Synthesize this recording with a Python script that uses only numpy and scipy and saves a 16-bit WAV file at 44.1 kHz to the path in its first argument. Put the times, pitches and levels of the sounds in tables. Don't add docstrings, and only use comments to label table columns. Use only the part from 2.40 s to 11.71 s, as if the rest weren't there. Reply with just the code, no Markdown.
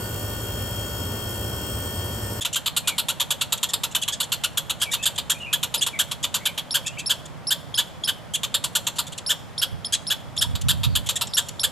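import sys
import numpy as np
from scipy import signal
from scipy.fft import rfft, irfft
from scipy.io import wavfile
from scipy.ndimage import uniform_filter1d

SR = 44100
rng = np.random.default_rng(int(sys.argv[2]) if len(sys.argv) > 2 else 0)


def transcribe(u):
    v = np.clip(np.atleast_2d(u).T, -1, 1)
    q = np.round(v * 32767).astype(np.int16)
    wavfile.write(sys.argv[1], SR, q)


N = 410571
LEFT_RIGHT = np.array([[1], [-1]])


def amp(db):
    return 10 ** (np.asarray(db) / 20)


def rms_one(x):
    return x / np.sqrt(np.mean(x ** 2) + 1e-20)


def shaped(x, points):
    hz, db = np.transpose(points)
    axis = np.maximum(np.arange(N // 2 + 1) * SR / N, 1)
    return irfft(rfft(x) * amp(np.interp(np.log(axis), np.log(hz), db)), N)


def wobble(size, hz):
    r = np.exp(-2 * np.pi * hz / SR)
    warm_up = 2000
    noise = rng.standard_normal(size + warm_up)
    return rms_one(signal.lfilter([1], [1, -2 * r, r * r], noise)[warm_up:])


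def resonance(x, hz, width):
    r = np.exp(-np.pi * width / SR)
    zeros = np.array([1, 0, -1]) * (1 - r * r) / 2
    poles = [1, -2 * r * np.cos(2 * np.pi * hz / SR), r * r]
    return signal.lfilter(zeros, poles, x)


def add(track, s, sound):
    i = round(s * SR)
    track[i:i + len(sound)] += sound[:N - i]


USUAL_MS, USUAL_DB = 20, -18
SPLIT_HZ = 5500
TREBLE_FADE_DB = 2.5
LEAD_S = .06
LED_SWELL, LED_START, LED_TREBLE_DB, LED_ATTACK_MS = .6, .74, -2, 1


def barks(rows, throat, start, peak_ms, sag, jitter, shimmer_db, breath, uneven, smear, opening_ms, fall_ms,
          swell_share, bright_db, bright_per_db, dull_db_per_ms, attack_ms, end_share):
    out = np.zeros(N)
    ms = np.arange(3000) / SR * 1000
    for s, length, level_db, top_hz in rows:
        led = any(0 < s - squeak[0] < LEAD_S for squeak in SQUEAKS)
        swell = length * (LED_SWELL if led else swell_share)
        attack = LED_ATTACK_MS if led else attack_ms
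        onset = np.exp(-swell / opening_ms)
        first = LED_START if led else 1 - (1 - start) * np.clip(1.7 * onset, 0, 1)

        treble_db = bright_db + bright_per_db * (level_db - USUAL_DB)
        treble_db += led * LED_TREBLE_DB - dull_db_per_ms * (length - USUAL_MS)

        glide_ms = [0, min(peak_ms, .6 * length), .9 * length, 1.8 * length]
        glide = np.interp(ms, glide_ms, [first, 1, sag, .33])
        hoarse = np.clip(ms / length + 0.46, 0, 1.5)
        pitch = top_hz * glide * (1 + jitter * hoarse * wobble(len(ms), 385))
        phase = 2 * np.pi * np.cumsum(pitch) / SR

        lags = smear * rng.standard_normal(14)
        harmonics = range(1, int(15000 // top_hz) + 1)
        pulses = rms_one(sum(np.cos(k * phase + lags[k]) for k in harmonics))
        pulses *= 1 + uneven * np.cos(phase / 2)
        puffs = rng.standard_normal(len(ms)) * (1 + np.cos(phase))
        shimmer = amp(shimmer_db * hoarse * np.tanh(wobble(len(ms), 270)))
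        source = (pulses + breath * hoarse * puffs) * shimmer
        source *= np.interp(ms, [0, attack, swell, length], [0, onset, 1, end_share])

        gain_shift_db = 1.2 * rng.standard_normal(len(throat))
        tuning_shift = .01 * rng.standard_normal(len(throat))
        brightness_db = treble_db - TREBLE_FADE_DB * (np.minimum(ms / length, 1) - .5)
        closing = np.exp(-np.maximum(ms - length, 0) / fall_ms)
        voice = np.zeros(len(ms))
        for k, (hz, width, db) in enumerate(throat):
            fading = source * closing ** min(hz / 2000, 1)
            gain = (-1) ** k * amp(db + gain_shift_db[k] + brightness_db * (hz > SPLIT_HZ))
            voice += gain * resonance(fading, hz * (1 + tuning_shift[k]), width)
        voice -= 0.49 * resonance(voice, 2010, 900)
        add(out, s, amp(level_db) * voice / np.sqrt(np.mean(voice[ms < length] ** 2)))
    return out


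# (time [s], length [ms], level [dB], top pitch [Hz])
NEAR_CALLS = [(.048, 19, -20, 1440), (.156, 20.3, -19, 1633), (.259, 21.7, -19.5, 1351),
              (.364, 19.7, -17, 1462), (.473, 22, -17, 1413), (.58, 24, -18.5, 1418), (.684, 27, -20, 1385),
              (.798, 25.4, -18.5, 1214), (.905, 19.2, -17.5, 1664), (1.01, 19.7, -18.5, 1388),
              (1.122, 16, -16.5, 1372), (1.229, 17, -17.5, 1375), (1.334, 14.4, -17, 1308),
              (1.434, 18, -20, 1367), (1.548, 19.8, -17, 1394), (1.678, 21, -20.5, 1220),
              (1.801, 19, -19, 1450), (1.918, 25, -19, 1422), (2.036, 22.3, -18.5, 1445),
              (2.172, 18.3, -17.5, 1657), (2.296, 20, -20, 1401), (2.415, 22.5, -18, 1688),
              (2.533, 19, -19, 1414), (2.655, 24.6, -16, 1654), (2.778, 20.5, -21.5, 1270),
              (2.897, 24, -16.5, 1662), (3.128, 22, -16, 1732), (3.229, 17.2, -19, 1391),
              (3.34, 20.6, -19, 1435), (3.463, 20, -21, 1356), (3.589, 26.8, -16, 1723),
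              (3.712, 17.7, -23.5, 1295), (3.839, 14.3, -19, 1425), (3.941, 24, -19, 1450),
              (4.054, 20, -17, 1670), (4.176, 20, -23.5, 1220), (4.341, 27.6, -16, 1667),
              (4.694, 28.4, -16.5, 1670), (5.105, 26.8, -16.5, 1721), (5.374, 32, -16, 1721),
              (5.674, 27, -18, 1716), (6.032, 17.8, -21, 1350), (6.141, 18.6, -16.5, 1713),
              (6.239, 17, -20, 1378), (6.351, 20.3, -16, 1705), (6.467, 16.2, -18.5, 1287),
              (6.584, 21, -19, 1354), (6.891, 31.7, -17, 1727), (7.215, 26.5, -17.5, 1648),
              (7.7, 30, -18, 1676), (8.01, 25, -16.5, 1740), (8.152, 14, -27, 1360),
              (8.284, 30.4, -16, 1714), (8.432, 23.6, -21.5, 1278), (8.552, 21.5, -17, 1679),
              (8.688, 20, -18.5, 1405), (8.81, 19.8, -19.5, 1414), (8.968, 27, -15, 1733),
              (9.232, 22.7, -16, 1703)]
# (frequency [Hz], width [Hz], level [dB])
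NEAR_RESONANCES = [(530, 133, -14), (936, 62, -5.5), (1370, 414, -10.5), (3185, 544, 2.5),
                   (4080, 1250, -3.5), (5310, 1350, -11.5), (7250, 900, -2.5), (9970, 5900, -10),
                   (12450, 970, -3.5)]


def near_squirrel():
    return barks(NEAR_CALLS, NEAR_RESONANCES, start=.6, peak_ms=11, sag=1.0, jitter=0.0593, shimmer_db=2.5,
                 breath=0.57, uneven=0.066, smear=0.45, opening_ms=18, fall_ms=5.9, swell_share=0.3835,
                 bright_db=-0.55, bright_per_db=0.67, dull_db_per_ms=0.05, attack_ms=0.24, end_share=0.47)


# (time [s], length [ms], level [dB], top pitch [Hz])
FAR_CALLS = [(.008, 22.4, -25.5, 1830), (.128, 19, -24, 1570), (1.175, 7.8, -31.5, 1290),
             (1.287, 19, -29.5, 1890), (1.511, 15, -38.5, 1520), (1.615, 22, -23, 1684),
             (1.721, 24, -25, 1770), (1.826, 17, -27, 1830), (2.399, 23, -33, 1690),
             (2.513, 22, -24.5, 1980), (2.626, 17, -23, 1824), (2.758, 7.7, -32, 1800),
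             (3.006, 22, -48, 1420), (3.41, 27, -17.5, 1737), (3.828, 16, -24.5, 1800),
             (4.462, 18.7, -24, 1900), (4.584, 21, -29.5, 1660), (4.854, 10, -37.5, 1870),
             (5.936, 23.5, -19.5, 1695), (6.557, 21, -37, 1570), (6.666, 17, -35, 1260),
             (6.72, 16, -35, 1625), (6.777, 9.9, -28.5, 1520), (7.523, 27, -17.5, 1700),
             (7.964, 6.4, -31.5, 1970), (8.211, 10.5, -32, 1580), (8.66, 17, -30, 1170),
             (8.756, 15.3, -21.5, 1980), (8.87, 6.2, -32, 1860), (9.085, 8, -28.5, 1570)]
# (frequency [Hz], width [Hz], level [dB])
FAR_RESONANCES = [(1904, 430, -6.5), (3354, 510, 6.5), (4040, 1160, -3), (7150, 1560, -0.5),
                  (8370, 2600, -5.5), (9820, 2100, -8.5)]


def far_squirrel():
    return barks(FAR_CALLS, FAR_RESONANCES, start=0.84, peak_ms=14.1, sag=.88, jitter=0.027, shimmer_db=3.0,
                 breath=0.42, uneven=.2, smear=0.85, opening_ms=17.8, fall_ms=5.5, swell_share=0.6,
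                 bright_db=5.0, bright_per_db=0.08, dull_db_per_ms=0.23, attack_ms=1.3, end_share=0.74)


# (time [s], low onset held [ms], under 0 starts further up the arch, top pitch [Hz], level [dB])
SQUEAKS = [(3.376, -9, 5130, -32), (4.307, 1.5, 5530, -27), (4.659, .6, 5500, -25.5), (5.069, 0, 5470, -25),
           (5.341, 5, 5340, -28), (5.636, 6, 5390, -27), (6.862, 0.5, 5440, -26), (7.178, 2, 5520, -27),
           (7.445, 4, 5370, -29), (7.667, 1, 5390, -27), (7.975, 3.5, 5520, -26), (8.935, 1.5, 5660, -24),
           (9.194, 2.5, 5590, -27)]
SQUEAK_MS = 29.2


def squeaks():
    out = np.zeros(N)
    for s, hold, top_hz, level_db in SQUEAKS:
        length = SQUEAK_MS + min(hold, 0) / 2
        ms = np.arange(int(length * SR / 1000)) / SR * 1000
        along = np.clip((ms - hold) / (length - hold), 0, 1)
        arch = np.interp(along, [0, .06, .2, .5, .75, .9, 1], [.62, .87, .965, 1, .98, .9, .7])
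        phase = 2 * np.pi * np.cumsum(top_hz * arch) / SR
        octave = amp(-1 - 80 * np.minimum(1 - arch, .17)) * np.sin(2 * phase)
        third = amp(-20) * np.sin(3 * phase) * (arch < .7)
        tone = np.sin(phase) + octave + third
        fades = np.clip(np.minimum(ms / 2.5, (length - ms) / 3.5), 0, 1)
        shape = fades * amp(1.5 * wobble(len(ms), 200))
        lift = uniform_filter1d(amp(6.6 * (ms < hold + 1)), size=40)
        add(out, s, amp(level_db) * np.sqrt(2) * tone * shape * lift)
    return out


# (time [s], length [s], first pitch [Hz], middle pitch [Hz], last pitch [Hz], level [dB])
WHISTLED_NOTES = [(0.44, 0.11, 2460, 2367, 2050, -35), (2.439, 0.068, 2750, 2290, 2470, -38),
                  (2.574, 0.12, 2470, 2640, 2230, -39), (2.94, 0.046, 2450, 2480, 2630, -40),
                  (3.001, 0.062, 2940, 2780, 2780, -33), (3.061, 0.029, 2440, 2486, 2510, -30.5),
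                  (3.526, 0.055, 2500, 2140, 1900, -33.5), (3.99, 0.04, 1910, 2120, 2350, -39.5),
                  (4.057, 0.034, 2560, 2310, 2000, -31), (4.448, 0.049, 2250, 2720, 2300, -36),
                  (4.57, 0.034, 2100, 2690, 2250, -33), (4.512, 0.064, 2680, 3000, 3250, -47),
                  (8.267, .04, 6000, 5650, 5300, -48), (8.483, 0.082, 4800, 4400, 4000, -47),
                  (8.858, .075, 5740, 5070, 4480, -45)]
NOTE_FADE_DB = 9.5
NOTE_ECHO_MS, NOTE_ECHO_DB = 21, -3


def whistles():
    out = np.zeros(N)
    for s, length, first_hz, middle_hz, last_hz, level_db in WHISTLED_NOTES:
        along = np.linspace(0, 1, int(length * SR))
        line = first_hz + (last_hz - first_hz) * along
        bend = line + (2 * middle_hz - first_hz - last_hz) * 2 * along * (1 - along)
        pitch = bend * (1 + 0.017 * wobble(len(along), 160))
        swell = np.sqrt(2 * np.sin(np.pi * along).clip(0))
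        shape = swell * amp(1.6 * wobble(len(along), 46) - NOTE_FADE_DB * along)
        note = amp(level_db) * shape * np.sin(2 * np.pi * np.cumsum(pitch) / SR)
        add(out, s, note)
        add(out, s + NOTE_ECHO_MS / 1000, amp(NOTE_ECHO_DB) * note)
    return out


# (delay [ms], level [dB], side [-1 right to 1 left])
EARLY_ECHOES = [(6.97, -18, 0.28), (21, -22, -0.16), (38.3, -36.5, .3), (87, -33, -0.21)]
# (time to fall 60 dB [s], level [dB])
SCATTER_TAILS = [(0.119, -10), (.9, -19.5)]
SCATTER_WIDENS_S = 0.01


def woodland_echo(x, spread, wet_db, pan_db, lag):
    t = np.arange(SR) / SR
    mid, side = rng.standard_normal((2, SR))
    widening = np.clip(t / SCATTER_WIDENS_S, 0, 1)
    noise = mid + spread * widening * np.diff(side, prepend=0) * LEFT_RIGHT
    decay = sum(amp(db) * np.sqrt(2 * np.log(1000) / t60 / SR) * amp(-60 * t / t60)
                for t60, db in SCATTER_TAILS)
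    response = decay * noise * np.clip(t / 0.0009, 0, 1)
    response = signal.lfilter([.6], [1, -.4], response)
    for ms, db, aside in EARLY_ECHOES:
        response[:, round(ms * SR / 1000)] += amp(db) * (1 + aside * np.array([1, -1]))
    direct = (x + lag * np.diff(x, prepend=0) * LEFT_RIGHT) * amp(pan_db / 2 * LEFT_RIGHT)
    return direct + amp(wet_db) * signal.fftconvolve(x[None], response, axes=1)[:, :N]


# (frequency [Hz], relative level [dB per Hz])
WOOD_SPECTRUM = [(100, -2), (250, -6), (390, -14), (580, -6.5), (1000, -10.5), (1200, -12), (2000, -17.5),
                 (15000, -40)]
WOOD_DB = -42


def wood(spread):
    noise = rms_one(shaped(rng.standard_normal((2, N)), WOOD_SPECTRUM))
    return amp(WOOD_DB) * (noise[0] + spread * noise[1] * LEFT_RIGHT)


def across_ports(spectrum):
    low = rms_one(shaped(rng.standard_normal((3, N)), spectrum))
    return low[0] * [[-1.9], [3.4]] + low[1:]


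# (time [s], level [dB])
BREEZE_STRENGTH = [(6.3, -74), (7.1, -64), (7.9, -52), (8.1, -35.5), (8.3, -40), (8.36, -30), (8.52, -27.5),
                   (8.6, -37), (8.85, -53), (9.31, -56)]
# (time [s], level [dB])
SUDDEN_THUMPS = [(7.34, -38), (8.26, -26.5)]
THUMP_RISE_DB_PER_S, THUMP_FALL_DB_PER_S = 400, 230
# (frequency [Hz], relative level [dB per Hz])
GUST_SPECTRUM = [(15, -44), (40, 0), (85, 0), (150, -6.5), (250, -19.5), (500, -61)]
# (frequency [Hz], relative level [dB per Hz])
RUMBLE_SPECTRUM = [(30, -30), (60, -29), (110, 10.5), (170, 12), (260, -17), (400, -3.5), (800, -31)]
RUMBLE_DB = -51


def wind():
    t = np.arange(N) / SR
    strength = amp(np.interp(t, *np.transpose(BREEZE_STRENGTH)))
    for s, level_db in SUDDEN_THUMPS:
        drop_db = np.maximum(THUMP_RISE_DB_PER_S * (s - t), THUMP_FALL_DB_PER_S * (t - s))
        strength = strength + amp(level_db - drop_db)
    lumps = amp(3.9 * wobble(N, 11.6))
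    gusts = across_ports(GUST_SPECTRUM) * strength * lumps
    return gusts + amp(RUMBLE_DB) * across_ports(RUMBLE_SPECTRUM)


def scene():
    near = woodland_echo(near_squirrel() + squeaks(), spread=0.59, wet_db=-1.05, pan_db=-0.97, lag=0.047)
    far = woodland_echo(far_squirrel(), spread=0.85, wet_db=-2.5, pan_db=-.8, lag=0.077)
    whistled = woodland_echo(whistles(), spread=0.75, wet_db=5.5, pan_db=1, lag=0)
    return near + far + whistled + wood(spread=0.55) + wind()


# (frequency [Hz], width [Hz], added gain [ratio])
PORT_CAVITY = (12600, 540, 0.89)
# (frequency [Hz], level [dB])
MIC_RESPONSE = [(28, -18), (58, -8), (85, -0.5), (11500, -2), (13000, -7), (14500, -3.5), (16500, -29)]
CUTOFF_HZ = 16600


def record(dry):
    hz, width, gain = PORT_CAVITY
    ring = gain * resonance(dry, hz, width)
    ports = dry + ring * [[1], [-.6]]
    top_cut = signal.cheby2(12, 70, CUTOFF_HZ, fs=SR, output="sos")
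    return signal.sosfilt(top_cut, shaped(ports, MIC_RESPONSE))


dry = scene()
out = record(dry)
transcribe(out)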